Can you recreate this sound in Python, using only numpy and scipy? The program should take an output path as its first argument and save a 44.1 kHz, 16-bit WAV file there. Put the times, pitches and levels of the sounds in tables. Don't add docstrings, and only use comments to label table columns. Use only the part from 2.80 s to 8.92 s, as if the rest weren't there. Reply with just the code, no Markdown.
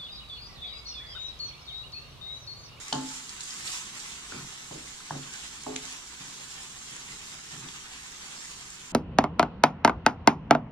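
import sys
import numpy as np
from scipy import signal
from scipy.fft import rfft, irfft, next_fast_len
from scipy.io import wavfile
from scipy.ndimage import uniform_filter1d, map_coordinates

SR = 44100
rng = np.random.default_rng(int(sys.argv[2]) if len(sys.argv) > 2 else 0)


def digitize_waveform(pressure):
    field = np.atleast_2d(pressure).T
    bounded = np.clip(field, -1, 1)
    quanta = np.round(bounded * 32767).astype(np.int16)
    wavfile.write(sys.argv[1], SR, quanta)


N = 269892

# freq_hz, density_db
SIZZLE_SPECTRUM = [(300, -30), (450, -11.5), (570, -5), (720, -9), (850, -6.5), (1100, -3), (1600, -3.5),
                   (2400, -0.5), (3400, 0.5), (4500, -1.5), (6000, 0.5), (7200, 2), (8500, -4.5),
                   (10500, -13), (15000, -28)]
# freq_hz, left_right_likeness
FRY_ALIKE = [(300, .7), (420, .25), (510, -.65), (590, -.92), (650, -.6), (760, .4), (900, .52),
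             (1800, .33), (2450, .52), (3000, .25), (3600, .3), (4500, .1), (7300, .18), (10000, .08)]
# freq_hz, left_minus_right_db
FRY_BALANCE = [(500, -4.5), (680, 8.5), (1050, -4), (2000, -1.5), (3300, -0.5), (5500, 0), (7200, -7),
               (9000, -2.5), (10500, -0.5)]
# start_s, length_s, sizzle_flare_db, bubbling_flare_db
FOOD_TURNS = [(0.243, 0.13, -43.5, -58), (0.59, 0.4, -43.5, -59), (0.845, 0.11, -37.5, -48),
              (1.115, 0.2, -45.5, -50), (1.472, 0.11, -50, -49), (2.512, 0.13, -46.5, -52),
              (3.006, 0.12, -45, -49.5), (3.4, 0.43, -50, -56), (4.058, 0.48, -50, -53),
              (4.693, 0.29, -51.5, -54), (5.03, 0.16, -59, -53), (5.4, 0.32, -48.5, -55)]
# start_s, length_s, rubbing_db
SPOON_STROKES = [(0.76, 0.08, -55.5), (1.034, 0.11, -56), (1.273, 0.28, -60), (1.556, 0.057, -51.5),
                 (3.385, 0.17, -54.5), (4.08, 0.27, -63), (4.71, 0.15, -51)]
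# freq_hz, density_db
RUB_SPECTRUM = [(40, -8), (100, -6), (145, -0.5), (210, -5), (280, -10.5), (400, -7), (560, -27.5),
                (900, -10), (2000, -17), (5000, -72)]
# freq_hz, left_right_likeness
LOW_SOUND_ALIKE = [(60, .99), (140, .98), (260, .9), (420, .55), (520, -.7), (590, -.92), (650, -.6),
                   (760, .45), (2000, .55)]
# freq_hz, relative_db, t60_s (before each blow's ring length share)
WOK_MODES = [(140.5, -11.5, 0.54), (185.4, -12, 0.25), (214, -15, .35), (263, -0.5, 0.51), (281, -13, 0.48),
             (318, -10, .36), (380, -26.5, 0.46), (423, -16, .34), (554, -12, .18), (608, -2, 0.14),
             (739, -22, 0.15), (870, -20, .56), (1070, -14.5, .29)]
# freq_hz, density_db
ROOM_SPECTRUM = [(15, -7.5), (45, -1), (60, 1.5), (95, -11.5), (135, -5), (200, -6), (300, -11.5),
                 (430, -9), (570, -23), (800, -13), (1500, -9.5), (8000, -43)]
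# start_s, level_db (before SNAP_LIFT_DB), centre_hz,
# life_cycles, left_minus_right_db
SPOON_TICKS = [(0.0823, -17, 7340, 1.8, -4), (0.1263, -21, 3100, 4.6, 11), (0.1283, -4, 4370, 0.92, -3.5),
               (0.149, -23, 7100, 5.6, -7), (0.4934, -20, 4720, 1.8, 1), (0.5, -26, 7500, 4, -4),
               (0.6066, -16.5, 4600, 1.3, -1), (0.61, -25.5, 7200, 5.1, -9), (.636, -25, 7940, 6, -6),
               (0.657, -26, 6500, 2, -2), (0.707, -21, 5140, 2.5, 2), (.877, -18, 4300, 1.6, -10),
               (1.202, -28, 5500, 2, -2), (2.074, -35.5, 2040, 3, -2), (2.203, -30, 1300, 2.5, -2),
               (2.434, -34.5, 3340, 4.3, -2), (2.538, -24, 7160, 4.3, -6), (2.836, -23.5, 6940, 2.5, -5),
               (2.959, -23, 6100, 2.6, -2), (2.9618, -11, 2480, 0.63, 0), (2.963, -15, 7160, 3.8, -4),
               (3.054, -27, 6660, 3.6, -9), (3.126, -24.5, 7000, 4.3, 2), (3.74, -26, 7050, 3, -3),
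               (4.165, -24, 7100, 3.9, -4), (4.887, -29, 3460, 3.8, 1), (5.271, -35, 7240, 3, -2),
               (5.782, -30, 7190, 3, -3), (5.811, -28, 7540, 3, 3), (5.904, -21.5, 7300, 2.2, 0)]
# start_s, ring_db, favoured_mode_hz, mode_lift_db, ring_length_share,
# thud_db, thud_top_hz, thud_t60_s, clack_db, clack_hz
SPOON_KNOCKS = [(0.1253, -24, 870, 10.5, 1.03, -34, 2300, 0.44, -22.5, 814),
                (1.521, -43, 140, 8, 0.54, -34.5, 420, .15, -33.5, 1440),
                (1.544, -48, 140, 24, 0.83, -37, 420, 0.3, -45, 300),
                (1.586, -44, 140, 21, 0.62, -41, 380, .2, -45, 1350),
                (1.645, -51, 140, 17, 0.31, -39, 230, 0.14, -43, 905),
                (1.91, -42, 342, 23, 0.76, -37.5, 590, .56, -39, 890),
                (2.3069, -37, 136, 21, 0.66, -38.5, 1700, .4, -21, 900),
                (2.324, -40, 296, 6, 0.66, -35, 330, 0.27, -43, 1080),
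                (2.359, -43.5, 262, -0.5, 0.8, -34.5, 422, 0.39, -42, 694),
                (2.864, -31, 407, 18, 1, -41.5, 1100, 0.74, -30.5, 1035),
                (2.8678, -37, 700, 16, 1, -39, 700, 0.44, -31, 746)]
# freq_hz, left_lead_rad
RING_LEAD_RAD = [(140, -.1), (260, -.35), (430, -.75), (545, -3.1), (610, -3.1), (745, -.3), (1080, 0)]
# freq_hz, left_minus_right_db
RING_BALANCE = [(140, -.5), (430, -2), (545, -5), (610, 2.5), (870, 5), (1080, -4)]
# freq_hz, density_db
THUD_SPECTRUM = [(30, -13), (70, -1), (100, -5.5), (150, 1), (300, 1.5), (470, 0.5), (560, 8), (780, 3.5),
                 (1100, -1), (1700, -1), (2300, -26), (8000, -60)]
# ratio_to_clack_hz, relative_db (for a -20.5 dB clack)
SPOON_PARTIALS = [(1, -0.5), (1.42, -19), (1.88, -14)]
# start_s, level_db, pitch_hz
BOWL_SHOVES = [(0.153, -36.5, 141), (1.51, -53, 94), (1.586, -49, 146), (1.938, -42, 150),
               (2.305, -36.5, 139), (3.399, -49, 159), (3.502, -53, 166), (4.113, -48, 150),
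               (4.72, -45.5, 157), (4.771, -43.5, 151)]
# start_s, end_s, level_db, centre_hz
EDGE_SCRAPES = [(1.511, 1.625, -53.5, 1410)]
# freq_hz, t60_s
KITCHEN_DECAY = [(150, 0.39), (1500, 0.35), (10000, 0.4)]

SIZZLE_DB, WET_DB, COOLING_DB_PER_S = -45, -51, 0.34
FLARE_RISE_S, FLARE_FALL_S = 0.023, 0.068
WALL_DELAY_S = 0.00392
STIR_DB = -61.5
STROKE_RISE_S, STROKE_FALL_S = 0.023, 0.097
BOWL_DB = -3
SNAP_LIFT_DB = 5.0
SWELL_S, SWELL_HZ = 0.047, 453
RING_ROUGH, RING_ROUGH_HZ = 0.27, 46.4
SHOVE_S = 0.011
TOP_HZ = 15600
SIDES = np.array([[.5], [-.5]])


def amp(db):
    return 10 ** (np.asarray(db) / 20)


def unit(x):
    return x / np.sqrt(np.mean(x ** 2) + 1e-20)


def along(points, hz):
    f, v = np.transpose(points)
    return np.interp(np.log(hz + 1), np.log(f + 1), v)


def wobble(rate_hz):
    knots = rng.standard_normal(int(N * rate_hz / SR) + 4)
    return map_coordinates(knots, [np.arange(N) * rate_hz / SR])


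def filtered(x, response):
    n = x.shape[-1]
    m = next_fast_len(n + SR // 5)
    return irfft(rfft(x, m) * response(np.fft.rfftfreq(m, 1 / SR)), m)[..., :n]


def add(track, start_s, sound):
    part = track[:, max(round(start_s * SR), 0):][:, :sound.shape[-1]]
    part += sound[..., :part.shape[-1]]


def swell(start_s, length_s, rise_s, fall_s):
    age_s = np.arange(N) / SR - start_s
    return np.clip(age_s / rise_s, 0, 1) * np.exp(-np.maximum(age_s - length_s, 0) / fall_s)


def spread(pair, spectrum, alike):
    def mid_side(hz):
        turn = np.arccos(np.clip(along(alike, hz), -1, 1)) / 2
        return amp(along(spectrum, hz)) * [np.cos(turn), np.sin(turn)]

    mid, side = filtered(pair, mid_side)
    return unit(np.array([mid + side, mid - side]))


def low_noise(spectrum, n):
    return spread(rng.standard_normal((2, n)), spectrum, LOW_SOUND_ALIKE)


def pops(rate_hz, scatter_db):
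    size_db = scatter_db * np.minimum(rng.standard_normal((2, N)), 2.5)
    sizes = amp(size_db) * rng.choice([-1, 1], (2, N))
    return unit(sizes * (rng.random((2, N)) < rate_hz / SR))


def patches(pair, depth_db):
    z = signal.stft(pair, nperseg=1024)[2]
    field = uniform_filter1d(rng.standard_normal(z.shape[1:]), size=4, axis=0)
    field = uniform_filter1d(field, size=5, axis=1)
    return signal.istft(z * amp(depth_db * unit(field)), nperseg=1024)[1][:, :N]


def frying_levels():
    bed_db = np.array([[SIZZLE_DB], [WET_DB]]) - COOLING_DB_PER_S * np.arange(N) / SR
    power = amp(bed_db) ** 2
    for start_s, length_s, sizzle_db, wet_db in FOOD_TURNS:
        flare = swell(start_s, length_s, FLARE_RISE_S, FLARE_FALL_S)
        power = power + (amp([[sizzle_db], [wet_db]]) * flare) ** 2
    return 10 * np.log10(power)


def from_pan(x, lead_s, echo_db, echo_delay_s):
    def ports(hz):
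        delay_s = lead_s * hz ** 2 / (hz ** 2 + 1150 ** 2)
        return amp(SIDES * along(FRY_BALANCE, hz)) * np.exp(2j * np.pi * hz * delay_s * SIDES)

    def wall(hz):
        echo = np.exp(-2j * np.pi * hz * echo_delay_s) / (1 + (hz / 4000) ** 2)
        return 1 + amp(echo_db) * echo

    return filtered(x, lambda hz: ports(hz) * wall(hz))


def frying():
    sizzle_db, wet_db = frying_levels()
    micro_bubbles = pops(rate_hz=1700, scatter_db=2.0)
    steam = amp(1.5) * rng.standard_normal((2, N))
    crackles = amp(-14.5) * pops(rate_hz=71, scatter_db=2.5)
    fry = spread(unit(micro_bubbles + steam + crackles), SIZZLE_SPECTRUM, FRY_ALIKE)
    wet = filtered(fry, lambda hz: 1 / (1 + (hz / 3000) ** 4))
    sizzle = unit(patches(fry - wet, depth_db=2.5)) * amp(sizzle_db + 0.58 * wobble(45))
    bubbling = unit(patches(wet, depth_db=2.5)) * amp(wet_db + 1.4 * wobble(35))
    return from_pan(sizzle + bubbling, lead_s=0.0002377, echo_db=-19.0, echo_delay_s=WALL_DELAY_S)


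def bowl(hz):
    width_hz = 22
    damping = 1j * hz * width_hz
    return sum(amp(db) * damping / (f * f - hz * hz + damping) for f, db, _ in WOK_MODES)


def rubbing():
    pushes = sum((amp(db) * swell(start_s, length_s, STROKE_RISE_S, STROKE_FALL_S)) ** 2
                 for start_s, length_s, db in SPOON_STROKES)
    unevenness_db = 1.8 * wobble(28)
    drag = low_noise(RUB_SPECTRUM, N)
    rumble = unit(drag + amp(BOWL_DB) * unit(filtered(drag, bowl)))
    return rumble * np.sqrt(amp(STIR_DB) ** 2 + pushes) * amp(unevenness_db)


def room_noise():
    return amp(-55.5) * low_noise(ROOM_SPECTRUM, N)


def ticks():
    out, t = np.zeros((2, N)), np.arange(SR // 40) / SR
    for start_s, db, centre_hz, cycles, pan_db in SPOON_TICKS:
        band_hz = [centre_hz / 1.3, centre_hz * 1.6]
        band = signal.butter(2, band_hz, "band", fs=SR, output="sos")
        age = np.maximum(t - np.array([[0], [.00004]]), 0) * centre_hz
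        snap = np.sin(2 * np.pi * age) * np.exp(-age / cycles) * (1 - np.exp(-age / 1.97))
        scatter = unit(signal.sosfilt(band, rng.standard_normal((2, len(t)))))
        scatter = scatter * amp(-18.0 - 60 * t / 0.015)
        add(out, start_s, amp(db + SNAP_LIFT_DB + pan_db * SIDES) * (snap + scatter))
    return filtered(out, lambda hz: 1 / (1 + (hz / 9000) ** 8) * (1 - 1 / (1 + (hz / 1500) ** 3)))


def ring_modes(t, favoured_hz, lift_db, length_share):
    hz, mode_db, t60_s = np.transpose(WOK_MODES)[:, :, None]
    onset = 1 - np.exp(-t * (1 + (hz / SWELL_HZ) ** 2) / SWELL_S)
    weight_db = mode_db + lift_db * np.exp(-(np.log2(hz / favoured_hz) / 0.24) ** 2)
    knots = rng.standard_normal((len(hz), 64, 2)) @ [1, 1j]
    drift = np.array([np.interp(t * RING_ROUGH_HZ, np.arange(len(k)), k) for k in knots])
    decay = amp(weight_db - 60 * t / (t60_s * length_share))
    phase = np.exp(2j * np.pi * (hz * t + rng.random(hz.shape)))
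    return onset * (1 + RING_ROUGH * drift) * decay * phase


def dull_thud(t, top_hz, t60_s):
    thud = filtered(low_noise(THUD_SPECTRUM, len(t)), lambda f: 1 / np.sqrt(1 + (f / top_hz) ** 8))
    return thud * amp(-60 * t / t60_s) * (1 - np.exp(-t / 0.00062))


def wooden_clack(t, clack_db, clack_hz):
    u = t / 0.0024
    swing = 2 * np.pi * clack_hz * t
    softness_db = .5 * (clack_db + 20.5)
    partials = sum(amp(db + (ratio - 1) * softness_db) * np.sin(ratio * swing)
                   for ratio, db in SPOON_PARTIALS)
    return u ** 2 * np.exp(1 - u ** 2) * partials


def knocks():
    out, t = np.zeros((2, N)), np.arange(int(.55 * SR)) / SR
    mode_hz = np.transpose(WOK_MODES)[0][None, :]
    ports = amp(SIDES * along(RING_BALANCE, mode_hz)) * np.exp(1j * SIDES * along(RING_LEAD_RAD, mode_hz))
    for (start_s, ring_db, favoured_hz, lift_db, length_share,
         thud_db, top_hz, thud_t60_s, clack_db, clack_hz) in SPOON_KNOCKS:
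        modes = ring_modes(t, favoured_hz, lift_db, length_share)
        add(out, start_s, amp(ring_db) * (ports @ modes).real)
        add(out, start_s, amp(thud_db) * dull_thud(t, top_hz, thud_t60_s))
        add(out, start_s, amp(clack_db) * wooden_clack(t, clack_db, clack_hz))
    return out


def shoves():
    out, t = np.zeros((2, N)), np.arange(SR // 8) / SR
    u = t / SHOVE_S
    for start_s, db, pitch_hz in BOWL_SHOVES:
        add(out, start_s, amp(db) * u ** 2 * np.exp(2 - 2 * u) * np.sin(2 * np.pi * pitch_hz * t))
    return out


def scrapes():
    out, t = np.zeros((2, N)), np.arange(N) / SR
    for start_s, end_s, db, centre_hz in EDGE_SCRAPES:
        slips = spread(pops(rate_hz=420, scatter_db=5), [(1000, 0)], LOW_SOUND_ALIKE)
        rasp = filtered(slips, lambda hz: np.exp(-((hz - centre_hz) / 170) ** 4))
        fade = np.clip(np.minimum(t - start_s, end_s - t) / .01, 0, 1)
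        out += amp(db) * unit(rasp) * fade
    return out


def kitchen(x):
    hz, t, z = signal.stft(rng.standard_normal((2, SR // 2)), SR, nperseg=256)
    decay = amp(-60 * t / along(KITCHEN_DECAY, hz)[:, None])
    tail = signal.istft(z * decay, SR, nperseg=256)[1]
    late = np.pad(x, ((0, 0), (SR // 200, 0)))
    return signal.fftconvolve(late, tail / np.linalg.norm(tail[0]), axes=1)[:, :N]


def scene():
    blows, snaps = knocks() + shoves(), ticks()
    walls = kitchen(amp(-23.0) * blows + amp(-5) * snaps)
    return frying() + rubbing() + room_noise() + snaps + blows + scrapes() + walls


def record(dry):
    return filtered(dry, lambda hz: hz < TOP_HZ)


dry = scene()
out = record(dry)
digitize_waveform(out)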